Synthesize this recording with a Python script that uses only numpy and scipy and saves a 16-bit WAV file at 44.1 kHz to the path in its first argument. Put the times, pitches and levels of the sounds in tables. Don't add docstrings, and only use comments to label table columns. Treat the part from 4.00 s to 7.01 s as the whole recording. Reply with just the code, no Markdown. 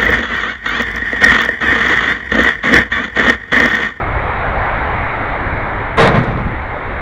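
import sys
import numpy as np
from scipy import signal
from scipy.io import wavfile
from scipy.ndimage import uniform_filter1d

SR = 44100
rng = np.random.default_rng(int(sys.argv[2]) if len(sys.argv) > 2 else 0)


def magnitude_from_level(level_db):
    exponent = np.asarray(level_db, float) / 20
    return 10 ** exponent


def waveform_to_disk(signal):
    frames = np.transpose(np.atleast_2d(signal))
    scaled = np.clip(frames, -1, 1) * 32767
    samples = np.round(scaled).astype(np.int16)
    wavfile.write(sys.argv[1], SR, samples)


N = 132741


def evened(x):
    return x / np.sqrt(np.mean(x ** 2) + 1e-20)


def read(points, hz):
    f, value = np.transpose(points)
    return np.interp(np.log(hz + 1), np.log(f + 1), value)


def level_over_time(points, **outside):
    return np.interp(np.arange(N) / SR, *np.transpose(points), **outside)


def add(mix, start_s, sound):
    part = mix[round(start_s * SR):][:len(sound)]
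    part += sound[:len(part)]


def noise(colour, patchy_db):
    frames, hz = N // 512 + 5, np.fft.rfftfreq(2048, 1 / SR)
    real, imaginary, patches = rng.standard_normal((frames, 1025, 3)).T
    patches = uniform_filter1d(patches, size=16, axis=0)
    patches = evened(uniform_filter1d(patches, size=10, axis=1))
    gain = magnitude_from_level(read(colour, hz)[:, None] + patchy_db * patches)
    spectra = (real + 1j * imaginary) * gain
    return evened(signal.istft(spectra, nperseg=2048, noverlap=1536)[1][:N])


def causal(colour):
    log_gain = np.log(magnitude_from_level(read(colour, abs(np.fft.fftfreq(8192, 1 / SR)))))
    return np.fft.ifft(np.exp(np.conj(signal.hilbert(log_gain)))).real[:2048]


def ring(modes, rise_s):
    t = np.arange(SR * 3 // 4) / SR
    hz, db, t60 = np.transpose(modes)[:, :, None]
    strength, tune, phase = rng.random((3, len(hz), 1))
    detune = 0.03
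    bent_hz = hz * (1 + detune * (tune - 0.5))
    decay = magnitude_from_level(db + 7.0 * strength - 60 * t / t60)
    tones = decay * np.sin(2 * np.pi * (bent_hz * t + phase))
    return tones.sum(0) / np.sqrt(len(hz)) * (1 - np.exp(-t / rise_s))


PANEL_RISE_S = 0.0021
# pitch in Hz, level in dB, 60 dB decay in seconds.
PANEL_MODES = [(457.3, 2.5, 0.2), (507.6, 0, 0.086), (689.3, -3, 0.13), (821, -9.5, .2), (1050, 0.5, 0.15),
               (1627, -7.5, 0.25), (1867, -10.5, 0.52), (2164, -19.5, 0.17), (2670, -21, 0.1),
               (3060, -22, 0.26), (3397, -5.5, 0.15), (3770, -9, .2), (3709, -14, 0.16), (4500, -9.5, .3)]


def panel_tones():
    return ring(PANEL_MODES, PANEL_RISE_S)


# frequency in Hz, level in dB.
CLANG_COLOUR = [(200, -3.5), (500, 4), (1000, -1), (2000, -6.5), (3800, 2), (6000, 9.5), (8000, 0.5),
                (10500, 3.5)]
# frequency in Hz, 60 dB decay in seconds.
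CLANG_DECAY = [(250, 0.43), (1000, 0.35), (3000, .3), (6000, 0.3), (11000, 0.14)]


def panel_clang():
    grit = rng.standard_normal(SR // 2)
    hz, t, spectra = signal.stft(grit, SR, nperseg=256)
    fade_db = 60 * t / read(CLANG_DECAY, hz)[:, None]
    spectra = spectra * magnitude_from_level(read(CLANG_COLOUR, hz)[:, None] - fade_db)
    clang = signal.istft(spectra, SR, nperseg=256)[1][:len(grit)]
    rise = 1 - np.exp(-np.arange(len(grit)) / SR / PANEL_RISE_S)
    return clang / clang[:1000].std() * rise


# pitch in Hz, level in dB, 60 dB decay in seconds.
BOX_MODES = [(45, 1.5, .2), (88.5, -9, 0.11), (121.7, 5, 0.17), (157.7, 2.5, 0.16), (193.6, 5.5, 0.11),
             (244, -4, 0.24), (326.2, -22.5, 0.44)]


def box_boom():
    return ring(BOX_MODES, rise_s=0.01)


def tick(db, hz):
    spread, decay_s = 0.22, 0.0016
    grit = rng.standard_normal(400)
    band = signal.butter(2, [hz * (1 - spread), hz * (1 + spread)], "band", fs=SR)
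    fade = np.exp(-np.arange(len(grit)) / SR / decay_s)
    return magnitude_from_level(db + 27) * signal.lfilter(*band, grit) * fade


# start in seconds, panel level in dB, box level in dB, tick level in dB.
BLOWS = [(1.974, -13, -15, -20.5), (1.980, -5, -19.5, -5), (1.997, -7.5, -11, -26), (2.024, -9, -9, -33),
         (2.050, -11, -16.5, -30), (2.072, -12, -8, -27), (2.139, -15, -10, -34), (2.152, -15, -7.5, -39),
         (2.172, -20, -6.5, -30), (2.236, -22.5, -25.5, -21), (2.271, -24.5, -14, -44),
         (2.305, -26, -16.5, -42), (2.345, -34.5, -17, -50), (2.372, -27, -17, -40),
         (2.398, -35.5, -16, -40), (2.456, -31.5, -17, -47)]
# start in seconds, level in dB, pitch in Hz.
LOOSE_TICKS = [(0.583, -33, 6000), (.747, -44, 6000), (1.973, -17.5, 3830), (1.9722, -6.5, 10000),
               (2.147, -25, 10000), (2.176, -26, 6500), (2.211, -29, 9500), (2.223, -30, 9500),
               (2.245, -18.5, 6500), (2.237, -27, 4500), (2.238, -23.5, 9500), (2.270, -29.5, 10000),
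               (2.374, -28, 4300), (2.434, -29.5, 9400), (2.453, -28.5, 9400), (2.515, -33, 9300)]


def mailbox():
    out = np.zeros(N)
    for start_s, panel_db, box_db, tick_db in BLOWS:
        add(out, start_s, magnitude_from_level(panel_db) * panel_tones())
        add(out, start_s, magnitude_from_level(panel_db + 7.5) * panel_clang())
        add(out, start_s, magnitude_from_level(box_db) * box_boom())
        add(out, start_s, tick(tick_db, hz=6500))
    for start_s, db, hz in LOOSE_TICKS:
        add(out, start_s, tick(db, hz))
    return out


# time in seconds, level in dB.
CHATTER_LEVEL = [
    (1.978, -49.5),
    (1.982, 8.5),
    (2.01, 15),
    (2.085, 1),
    (2.1, -12),
    (2.135, -12.5),
    (2.185, -7),
    (2.21, -22),
    (2.3, -40),
]
# frequency in Hz, level in dB.
CHATTER_COLOUR = [(1500, -38.5), (3000, -18.5), (3800, -13), (5000, -8), (7000, -4.5), (9500, -5),
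                  (12000, -4), (16000, -6)]


def door_chatter():
    clicks_per_s = 6000
    strength = magnitude_from_level(3.0 * rng.exponential(1, N))
    hits = rng.random(N) < clicks_per_s / SR
    clicks = strength * hits * rng.choice([-1., 1.], N)
    rattle = evened(signal.oaconvolve(clicks, causal(CHATTER_COLOUR))[:N])
    return magnitude_from_level(level_over_time(CHATTER_LEVEL, left=-90, right=-90)) * rattle


# time in seconds, level in dB.
CAR_LEVEL = [
    (0, -20.5),
    (.3, -19.5),
    (.7, -18),
    (1.1, -19.5),
    (1.5, -21),
    (1.9, -22.5),
    (2.3, -25),
    (2.75, -24.5),
    (3.01, -24),
]
# frequency in Hz, level in dB.
ROAR_COLOUR = [(150, 2), (300, -14), (450, -1), (800, 4), (1100, 2), (1400, 1), (2000, -1.5), (12000, -4.5)]
# frequency in Hz, level in dB.
RUMBLE_COLOUR = [(12, -15.5), (30, 4.5), (60, -1), (110, -3), (160, -16), (260, -12), (400, -14.5),
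                 (900, -25.5)]


def road():
    rumble_db, rumble_follows = -24.5, 0.14
    car_db = level_over_time(CAR_LEVEL)
    swell_db = rumble_follows * (car_db - car_db.mean())
    roar = magnitude_from_level(car_db + 1.3) * noise(ROAR_COLOUR, patchy_db=1.42)
    rumble = magnitude_from_level(rumble_db + swell_db) * noise(RUMBLE_COLOUR, patchy_db=2.0)
    return roar + rumble


def scene():
    return (mailbox() + door_chatter() + road())[None]


# frequency in Hz, level in dB.
HISS_COLOUR = [(3100, -11), (6100, 5), (8100, -27), (9600, 5), (10900, -14), (12100, -39)]
# pitch in Hz, level in dB.
WHINE_PARTNERS = [(10702, -91), (11348, -95)]


def electronics():
    hiss_db, whine_db, whine_hz = -77, -74, 7348
    gaps_per_s, gap_s = 25.85, 1.604
    t = np.arange(N) / SR
    gate = np.minimum(3.5 * abs(np.sin(np.pi * gaps_per_s * (t - gap_s))), 1)
    whine = magnitude_from_level(whine_db) * gate * np.sin(2 * np.pi * whine_hz * t)
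    partners = sum(magnitude_from_level(db) * np.sin(2 * np.pi * hz * t) for hz, db in WHINE_PARTNERS)
    return magnitude_from_level(hiss_db) * noise(HISS_COLOUR, patchy_db=1.5) + whine + partners


def top_cut(x):
    return signal.sosfilt(signal.butter(12, 12200, fs=SR, output="sos"), x)


# frequency in Hz, level in dB.
MIC_COLOUR = [(21, 3), (2160, 6.5), (2660, -9), (3210, -14), (3760, -13.5), (4420, -28.5), (5250, -40),
              (11100, -49)]


def record(dry):
    ceiling, knee = 0.72, 1.9
    overload_hz, edge_hz, offset = 6500, 11200, -0.0045
    x = signal.oaconvolve(dry, causal(MIC_COLOUR)[None])[:, :N] / ceiling
    squash = x / (1 + abs(x) ** (2 * knee)) ** (0.5 / knee) - x
    squash = signal.sosfiltfilt(signal.butter(2, overload_hz, fs=SR, output="sos"), squash)
    x = ceiling * (x + squash) + electronics()
    x = signal.oaconvolve(x, signal.firwin(41, edge_hz, fs=SR)[None], "same") + offset
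    return top_cut(x)


dry = scene()
out = record(dry)
waveform_to_disk(out)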